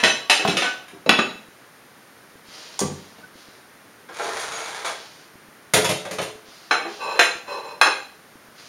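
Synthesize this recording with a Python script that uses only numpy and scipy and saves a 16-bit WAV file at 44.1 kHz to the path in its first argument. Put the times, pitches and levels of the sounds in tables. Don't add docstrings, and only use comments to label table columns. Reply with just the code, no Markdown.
import sys
import numpy as np
from scipy import signal
from scipy.fft import rfft, irfft, next_fast_len
from scipy.io import wavfile

SR = 44100
rng = np.random.default_rng(int(sys.argv[2]) if len(sys.argv) > 2 else 0)


def bounce(signal):
    frames = np.transpose(np.atleast_2d(signal))
    limited = np.clip(frames, -1, 1)
    pcm = np.round(limited * 32767).astype(np.int16)
    wavfile.write(sys.argv[1], SR, pcm)


N = 382788
TIME = np.arange(N) / SR
RING_TIME = np.arange(2 ** 15) / SR

# start_s, relative_level_db, tilt_db_per_octave, clack_over_ring_db, chatter_s
STACK_IMPACTS = [(0.0, -15.5, 1, 3, .01), (.036, -0.5, 1, 4.5, 0.013), (.075, -10.5, 2.5, -5.5, 0.017),
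                 (.2975, 0, 2.5, 4, 0.0098), (.395, -13.5, -3.5, -1.5, 0.0056), (.475, -10, 2.5, 3, .03),
                 (.569, -7.5, 2.5, 4, 0.011), (.620, -9.5, -0.5, 9.5, 0.025), (.882, -33.5, 4, 17, 0.0026)]
DISH_IMPACTS = [(1.0615, -27.5, 2, -10, 0.0029), (1.0925, 1.5, -1, 3, 0.0029),
                (1.1885, -5, -3.5, 2, 0.0083)]
CUPBOARD_IMPACTS = [(.03, -7.5, 0, 5, 0.011), (.4502, -2, -0.5, 12, .004), (.485, -4.5, 11.5, -28, 0.0135),
                    (.93, -24.5, -6, 8, 0.044), (1.0618, -7, -3.5, 12, 0.00926),
                    (1.095, -17, -5, -14, 0.0062), (2.812, -5, 0, 0, .012), (2.83, -11, -11, 1, 0.015),
                    (3.183, -29.5, 2, 4, .03)]
CATCH_IMPACTS = [(2.7915, -8.5, 0, 15, .002), (2.7946, -21, 2.1, 12, 0.00057), (2.803, -8, 0, 12, 0.019)]
POT_IMPACTS = [(4.088, -30, -4.5, 4, 0.0059), (4.195, -18, -5.5, 0.5, .03), (4.255, -21.5, -6.5, 14, 0.018),
               (4.395, -24.5, 3, 19, 0.0098), (4.847, -18, 0, 2, 0.019), (4.885, -38, -6, -2, 0.027)]
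SINK_IMPACTS = [(5.7364, 6.5, 2.9, 8, .007), (5.763, 1, -1, 6.3, 0.013), (5.844, -1, 0.7, 8.2, 0.014),
                (5.891, -0.5, 1.3, 2.7, .022), (6.051, -12.5, -2.5, 10.5, .02),
                (6.11, -9.5, 1.3, 4.6, 0.028), (6.185, -5.5, -2.7, 9, 0.0068),
                (6.215, -10, 1.4, 5.2, 0.023)]
PLATE_IMPACTS = [(6.7095, -3.5, -1.2, 2.6, .012), (6.85, -18, -4.5, 6.2, 0.017),
                 (7.1918, 1.5, 1.6, 3.7, 0.0048), (7.8132, 1.5, 1.2, 0.95, .002),
                 (7.858, -11.5, 0, 8.6, 0.0054)]

# pitch_hz, relative_level_db, t60_s
STACK_RESONANCES = [(536, -11, 0.51), (916, -7, 1), (1133, -7, 1), (1510, -25, 0.73), (1625, -8, 1),
                    (1940, -24, 0.4), (2613, 12, 0.083), (2545, 6, 0.071), (2950, 4, 0.26),
                    (3100, -7, 0.24), (3330, -12, 0.24), (3530, -39, .3), (3700, -26, .3), (4060, 6, 0.067),
                    (3900, 2, 0.24), (5440, 0, 0.061), (6050, 1.5, 0.11), (6420, -25, 0.39),
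                    (7400, -6, 0.47), (7520, -1.5, 0.18), (9180, -9, 0.13), (9740, -13, 0.25),
                    (10520, -22, 0.5), (12200, -29, .3), (12810, -41, .25)]
DISH_RESONANCES = [(1040, -31, .2), (1270, 2.5, 0.026), (1500, -4.5, 0.12), (1646, -6.5, 0.24),
                   (1935, -4, 0.058), (2620, -7, 0.072), (2638, 7, 0.1), (3050, -21, 0.16),
                   (3904, 0.5, 0.11), (4053, -8, 0.05), (5260, -9.5, 0.18), (5660, -38, .15),
                   (6600, -12, 0.53), (6860, -8, 0.38), (8500, -27, 0.23), (9180, -15, 0.3),
                   (11400, -32, .2)]
CUPBOARD_RESONANCES = [(93.5, -13.5, 0.23), (147, -9, 0.54), (187.5, 0.5, 0.16), (197, 5.5, 0.05),
                       (287.5, -6.5, 0.14), (336, -8, 0.39), (408, -4, 0.054), (549, -18, 0.24)]
CATCH_RESONANCES = [(6000, -2, 0.0073), (6760, 0, 0.0096)]
POT_RESONANCES = [(455, -8, 0.33), (689, -1, 0.22), (825, 2, 0.1), (1046, -1, 0.22), (1360, 3.5, 0.11),
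                  (1487, -5, 0.11), (1604, 6, 0.082), (1817, -1, 0.073), (2257, 4.5, 0.067),
                  (3380, -5, 0.17), (6650, -6, 0.12)]
SINK_RESONANCES = [(105.4, -6.5, 0.17), (152, -8, 0.12), (181, -1, 0.09), (286, -10.5, .2),
                   (343.4, -5, 0.33), (430, -3, 0.54), (528, -3.5, 0.22), (587, -21, .15),
                   (616.5, -4.5, 0.29), (820, -23, 0.41), (990, -22, 0.22), (1340, -19, 0.63),
                   (1410, -17, 0.17), (2170, -12, 0.048), (3700, -23, 0.087), (6870, -18, .15)]
PLATE_RESONANCES = [(490, 3, 0.15), (796.5, 3.5, 0.41), (1050, -12, 0.14), (1161, 14.5, 0.033),
                    (1500, 2.5, 0.074), (1598, 8.5, 0.071), (1740, 1.5, 0.29), (2030, -21, 0.13),
                    (2520, 12, 0.065), (2640, 7.5, 0.091), (2730, 0.5, 0.3), (2714, 3, 0.1),
                    (3300, -25, 0.23), (4040, 11, 0.064), (4150, 7, 0.033), (5280, 3.5, 0.083),
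                    (6140, 0, 0.15), (7000, -12, 0.29), (7150, 1, 0.3), (8770, -3, 0.097),
                    (9740, -6, 0.067), (9430, -4.5, 0.33), (10000, -22, 0.22), (11800, -35, .3),
                    (12220, -28, 0.2)]

# frequency_hz, relative_density_db
STACK_SPECTRUM = [(80, -38), (200, -8.5), (600, 2.5), (1000, -5.5), (1600, 0), (1950, -4), (3000, -3.5),
                  (4400, -11.5), (4900, -13), (7000, -17), (9500, -21.5), (12000, -35.5), (16000, -58)]
DISH_SPECTRUM = [(80, -15), (200, -9.5), (700, -3), (1400, -6), (2600, -1), (3500, -4), (4800, -11),
                 (7000, -17), (9500, -19), (12000, -32), (16000, -57)]
CUPBOARD_SPECTRUM = [(30, -50), (70, -29), (120, -14.5), (190, -7), (550, 2), (850, -4), (1500, -14.5),
                     (3000, -16.5), (10000, -36)]
CATCH_SPECTRUM = [(500, 10), (2500, -18), (5000, -6.5), (7000, 3.5), (9500, -4.5), (11500, -21.5),
                  (16000, -27)]
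SINK_SPECTRUM = [(40, -20), (110, -19), (280, -8), (550, 8), (1200, -3.5), (2000, -3), (3500, -5.5),
                 (5000, -12), (7500, -9), (9500, -11), (12000, -22), (16000, -38)]
PLATE_SPECTRUM = [(60, -22), (150, -8), (230, -19.5), (330, -1), (430, 3), (650, -2), (800, 5.5), (1100, 0),
                  (1550, 5), (2300, -3), (3300, -6.5), (4800, -17), (7000, -14), (9500, -32),
                  (12000, -30.5), (16000, -54)]

# frequency_hz, relative_density_db
HISS_SPECTRUM = [(25, -44), (60, -14), (120, -3.5), (230, -0.5), (450, -1.5), (900, -4.5), (1500, -2),
                 (2000, -5), (2700, -11), (5000, -14.5), (7000, -15.5), (8200, -12), (9500, -14.5),
                 (15500, -22.5)]
CLOTH_SPECTRUM = [(150, -35), (400, 7), (1000, 6), (2500, 8), (4700, 11), (7000, 5), (10000, -4),
                  (15000, -28)]
POT_SPECTRUM = [(60, -28), (150, -18.5), (250, -24.5), (420, -3.5), (1300, -4), (2000, -6), (2950, -13),
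                (3500, -8.5), (5000, -13.5), (7000, -11.5), (10000, -16.5), (11500, -29), (16000, -42)]
STOVE_SPECTRUM = [(100, -40), (300, -23.5), (430, -5.5), (560, -0.5), (690, -15), (900, -5.5), (1150, -7.5),
                  (1400, -18), (2200, -22), (3300, -25), (7000, -35), (14000, -47)]

# peak_s, level_db, swell_s, t60_s
RIM_TONES = [(.68, -24.5, 0.046, 0.36), (3.245, -39.5, 0.012, 0.077)]

# start_s, length_s, relative_level_db
SLEEVE_STROKES = [(2.44, 0.9, -41.5), (3.33, 0.3, -52.5), (4.9, 0.39, -46.5), (6.44, 0.35, -48.5),
                  (6.87, 0.14, -44.5), (8.53, 0.81, -46.5)]
POT_STROKES = [(4.115, 0.82, -32.5), (4.843, 0.08, -29.5)]
PLATE_STROKES = [(6.985, .22, -29.5), (7.46, .15, -31.5), (7.63, .11, -34.5)]

# frequency_hz, t60_s
KITCHEN_DECAY = [(100, 0.41), (400, 0.47), (1500, 0.39), (4000, 0.47), (9000, 0.4), (15000, 0.22)]


def undb(db):
    return np.exp(np.asarray(db) * (np.log(10) / 20))


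def unit_energy(x):
    return x / np.sqrt(np.sum(x ** 2))


def at_hz(points, hz):
    frequencies, values = np.transpose(points)
    return np.interp(np.log(np.maximum(hz, 1)), np.log(frequencies), values)


def colour(x, spectrum, tilt_db=0):
    size = next_fast_len(len(x))
    hz = np.maximum(np.fft.rfftfreq(size, 1 / SR), 1)
    gain = undb(at_hz(spectrum, hz) + tilt_db * np.log2(hz))
    shaped = irfft(rfft(x, size) * gain, size)[:len(x)]
    return shaped / np.std(shaped)


def decay(t60, t=RING_TIME):
    return np.exp(-np.log(1000) * t / max(t60, 1e-3))


def add(out, start_s, x):
    start = max(int(start_s * SR), 0)
    out[start:start + len(x)] += x[:N - start]


def background(hiss_db=-49, tick_db=-34, tick_hz=300):
    out = colour(rng.standard_normal(N), HISS_SPECTRUM) * undb(hiss_db)
    tick = undb(tick_db) * np.sin(2 * np.pi * tick_hz * RING_TIME) * decay(t60=0.015)
    for second in range(int(N / SR) + 1):
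        add(out, second + 0.356, tick)
        add(out, second + 0.486, tick * undb(-3))
    return out


def ring(modes, tilt_db, scatter_db=1, split=0.00424, rise_s=0.00069):
    out = np.zeros(len(RING_TIME))
    for (hz, db, t60), (share, detune) in zip(modes, rng.standard_normal((len(modes), 2))):
        t = RING_TIME[:int(2 * t60 * SR) + 2]
        phase = 2 * np.pi * hz * t
        pair = np.sin(phase) + np.sin(phase * (1 + split * detune))
        gain = np.sign(detune) * undb(db + tilt_db * np.log2(hz) + scatter_db * share)
        add(out, 0, gain * unit_energy(pair * decay(t60, t)))
    return unit_energy(out * (1 - np.exp(-RING_TIME / rise_s)))


def contact_force(chatter_s, rebound=0.21, count=12):
    force = np.zeros(int(chatter_s * SR) + 2)
    touches = (rng.random(count) * (len(force) - 1)).astype(int) + 1
    force[touches] = rebound * rng.standard_normal(count)
    force[0] = 1
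    return force


def reverberate(x, wet_db=0, gap_s=0.0014, build_s=0.0065):
    noise = rfft(rng.standard_normal(len(RING_TIME)))
    hz = np.fft.rfftfreq(len(RING_TIME), 1 / SR)
    centres, t60s = np.transpose(KITCHEN_DECAY)
    bands = [at_hz(np.c_[centres, weights], hz) for weights in np.eye(len(t60s))]
    tail = sum(irfft(noise * band) * decay(t60) for band, t60 in zip(bands, t60s))
    onset = np.clip((RING_TIME - gap_s) / build_s, 0, 1)
    return x + undb(wet_db) * signal.fftconvolve(x, unit_energy(tail * onset))[:len(x)]


def impacts(hits, modes, spectrum, clack_t60, low_hz, gain_db, wet_db):
    out, size = np.zeros(N), len(RING_TIME)
    radiation = signal.butter(3, low_hz, "high", fs=SR, output="sos")
    for start_s, db, tilt_db, clack_db, chatter_s in hits:
        attack_s = 0.000088 + 0.033 * chatter_s
        envelope = decay(clack_t60) * (1 - np.exp(-RING_TIME / attack_s))
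        dense_modes = colour(rng.standard_normal(size), spectrum, tilt_db) * envelope
        clack = unit_energy(signal.fftconvolve(dense_modes, contact_force(chatter_s))[:size])
        vibration = ring(modes, tilt_db, rise_s=0.16 * chatter_s) + undb(clack_db) * clack
        heard = reverberate(signal.sosfilt(radiation, vibration), wet_db)
        add(out, start_s, undb(db + gain_db) * unit_energy(heard))
    return out


def dish_clinks():
    stack = impacts(STACK_IMPACTS, STACK_RESONANCES, STACK_SPECTRUM,
                    clack_t60=0.064, low_hz=200, gain_db=22, wet_db=1.5)
    dish = impacts(DISH_IMPACTS, DISH_RESONANCES, DISH_SPECTRUM,
                   clack_t60=0.032, low_hz=190, gain_db=21.5, wet_db=-2.5)
    return stack + dish


def cupboard_knocks():
    cupboard = impacts(CUPBOARD_IMPACTS, CUPBOARD_RESONANCES, CUPBOARD_SPECTRUM,
                       clack_t60=0.067, low_hz=77, gain_db=15.5, wet_db=-2)
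    catch = impacts(CATCH_IMPACTS, CATCH_RESONANCES, CATCH_SPECTRUM,
                    clack_t60=0.036, low_hz=790, gain_db=16.5, wet_db=-5)
    return cupboard + catch


def singing_rim(pitch_hz=1500):
    envelope = np.zeros(N)
    for peak_s, db, swell_s, t60 in RIM_TONES:
        t = TIME - peak_s
        envelope += undb(db) * np.where(t < 0, np.exp(-(t / swell_s) ** 2), decay(t60, np.abs(t)))
    return envelope * np.sqrt(2) * np.sin(2 * np.pi * pitch_hz * TIME)


def friction(slips_per_s, spread_db, uneven_db):
    slips = (rng.random(N) < slips_per_s / SR) * rng.standard_normal(N)
    slips *= undb(spread_db * np.minimum(rng.exponential(size=N), 4))
    pressure = np.interp(TIME, np.linspace(0, N / SR, 400), rng.standard_normal(400))
    slips *= undb(uneven_db * pressure)
    return slips / np.std(slips)


def stroke_pressure(strokes, rise, fall, sag_db_per_s):
    out = np.zeros(N)
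    for start_s, length_s, db in strokes:
        t = np.arange(int(length_s * SR)) / SR
        shape = np.clip(np.minimum(t / rise, (length_s - t) / fall) / length_s, 0, 1)
        add(out, start_s, shape * undb(db - sag_db_per_s * t))
    return out


def sleeve_rustle():
    fibres = friction(slips_per_s=6000, spread_db=2, uneven_db=1.5)
    pressure = stroke_pressure(SLEEVE_STROKES, rise=0.11, fall=0.28, sag_db_per_s=23.5)
    return colour(fibres, CLOTH_SPECTRUM) * pressure


def pot_knocks():
    return impacts(POT_IMPACTS, POT_RESONANCES, POT_SPECTRUM,
                   clack_t60=0.17, low_hz=302, gain_db=24.5, wet_db=0.5)


def wander(step_s, spread_db):
    return undb(spread_db * np.interp(TIME / step_s, np.arange(200), rng.standard_normal(200)))


def resonate(force, hz, t60):
    quality = np.pi * hz * t60 / np.log(1000)
    return np.sqrt(t60) * signal.lfilter(*signal.iirpeak(hz, quality, fs=SR), force + 1e-12)


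def pot_drag(grit_db=-4, ring_db=-11):
    slips = friction(slips_per_s=1300, spread_db=1.5, uneven_db=2.3)
    slips *= stroke_pressure(POT_STROKES, rise=0.072, fall=0.16, sag_db_per_s=1.5)
    wall = sum(undb(db) * wander(step_s=0.12, spread_db=8) * resonate(slips, hz, t60)
               for hz, db, t60 in POT_RESONANCES)
    grit = colour(slips, POT_SPECTRUM)
    return np.std(slips) * (undb(grit_db) * grit + undb(ring_db) * wall / np.std(wall))


def sink_clatter():
    return impacts(SINK_IMPACTS, SINK_RESONANCES, SINK_SPECTRUM,
                   clack_t60=0.13, low_hz=86, gain_db=14, wet_db=-4)


def plate_knocks():
    return impacts(PLATE_IMPACTS, PLATE_RESONANCES, PLATE_SPECTRUM,
                   clack_t60=0.13, low_hz=206, gain_db=21.5, wet_db=-1)


def plate_slide(stove_db=-4, ring_db=-9):
    slips = friction(slips_per_s=4000, spread_db=2, uneven_db=2)
    china = signal.fftconvolve(slips, ring(PLATE_RESONANCES, tilt_db=-0.5))[:N]
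    pressure = stroke_pressure(PLATE_STROKES, rise=0.14, fall=0.22, sag_db_per_s=3)
    return (undb(stove_db) * colour(slips, STOVE_SPECTRUM) + undb(ring_db) * china) * pressure


def limiter(x, threshold_db=-9, response_s=0.013):
    memory = np.exp(-1 / (response_s * SR))
    rms = np.sqrt(signal.lfilter([1 - memory], [1, -memory], x ** 2))
    return x / np.maximum(rms / undb(threshold_db), 1)


def scene():
    knocks = dish_clinks() + cupboard_knocks() + pot_knocks() + sink_clatter() + plate_knocks()
    rubbing = reverberate(sleeve_rustle() + pot_drag() + plate_slide())
    return (knocks + rubbing + singing_rim() + background())[None]


def record(dry, notch_hz=7870, top_hz=15800):
    notched = signal.lfilter(*signal.iirnotch(notch_hz, Q=4.5, fs=SR), dry)
    notched += undb(-20) * (dry - notched)
    clipped = np.clip(limiter(notched), -1, 1)
    low_pass = signal.ellip(10, 0.2, 70, top_hz, fs=SR, output="sos")
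    return signal.sosfilt(low_pass, clipped)


dry = scene()
out = record(dry)
bounce(out)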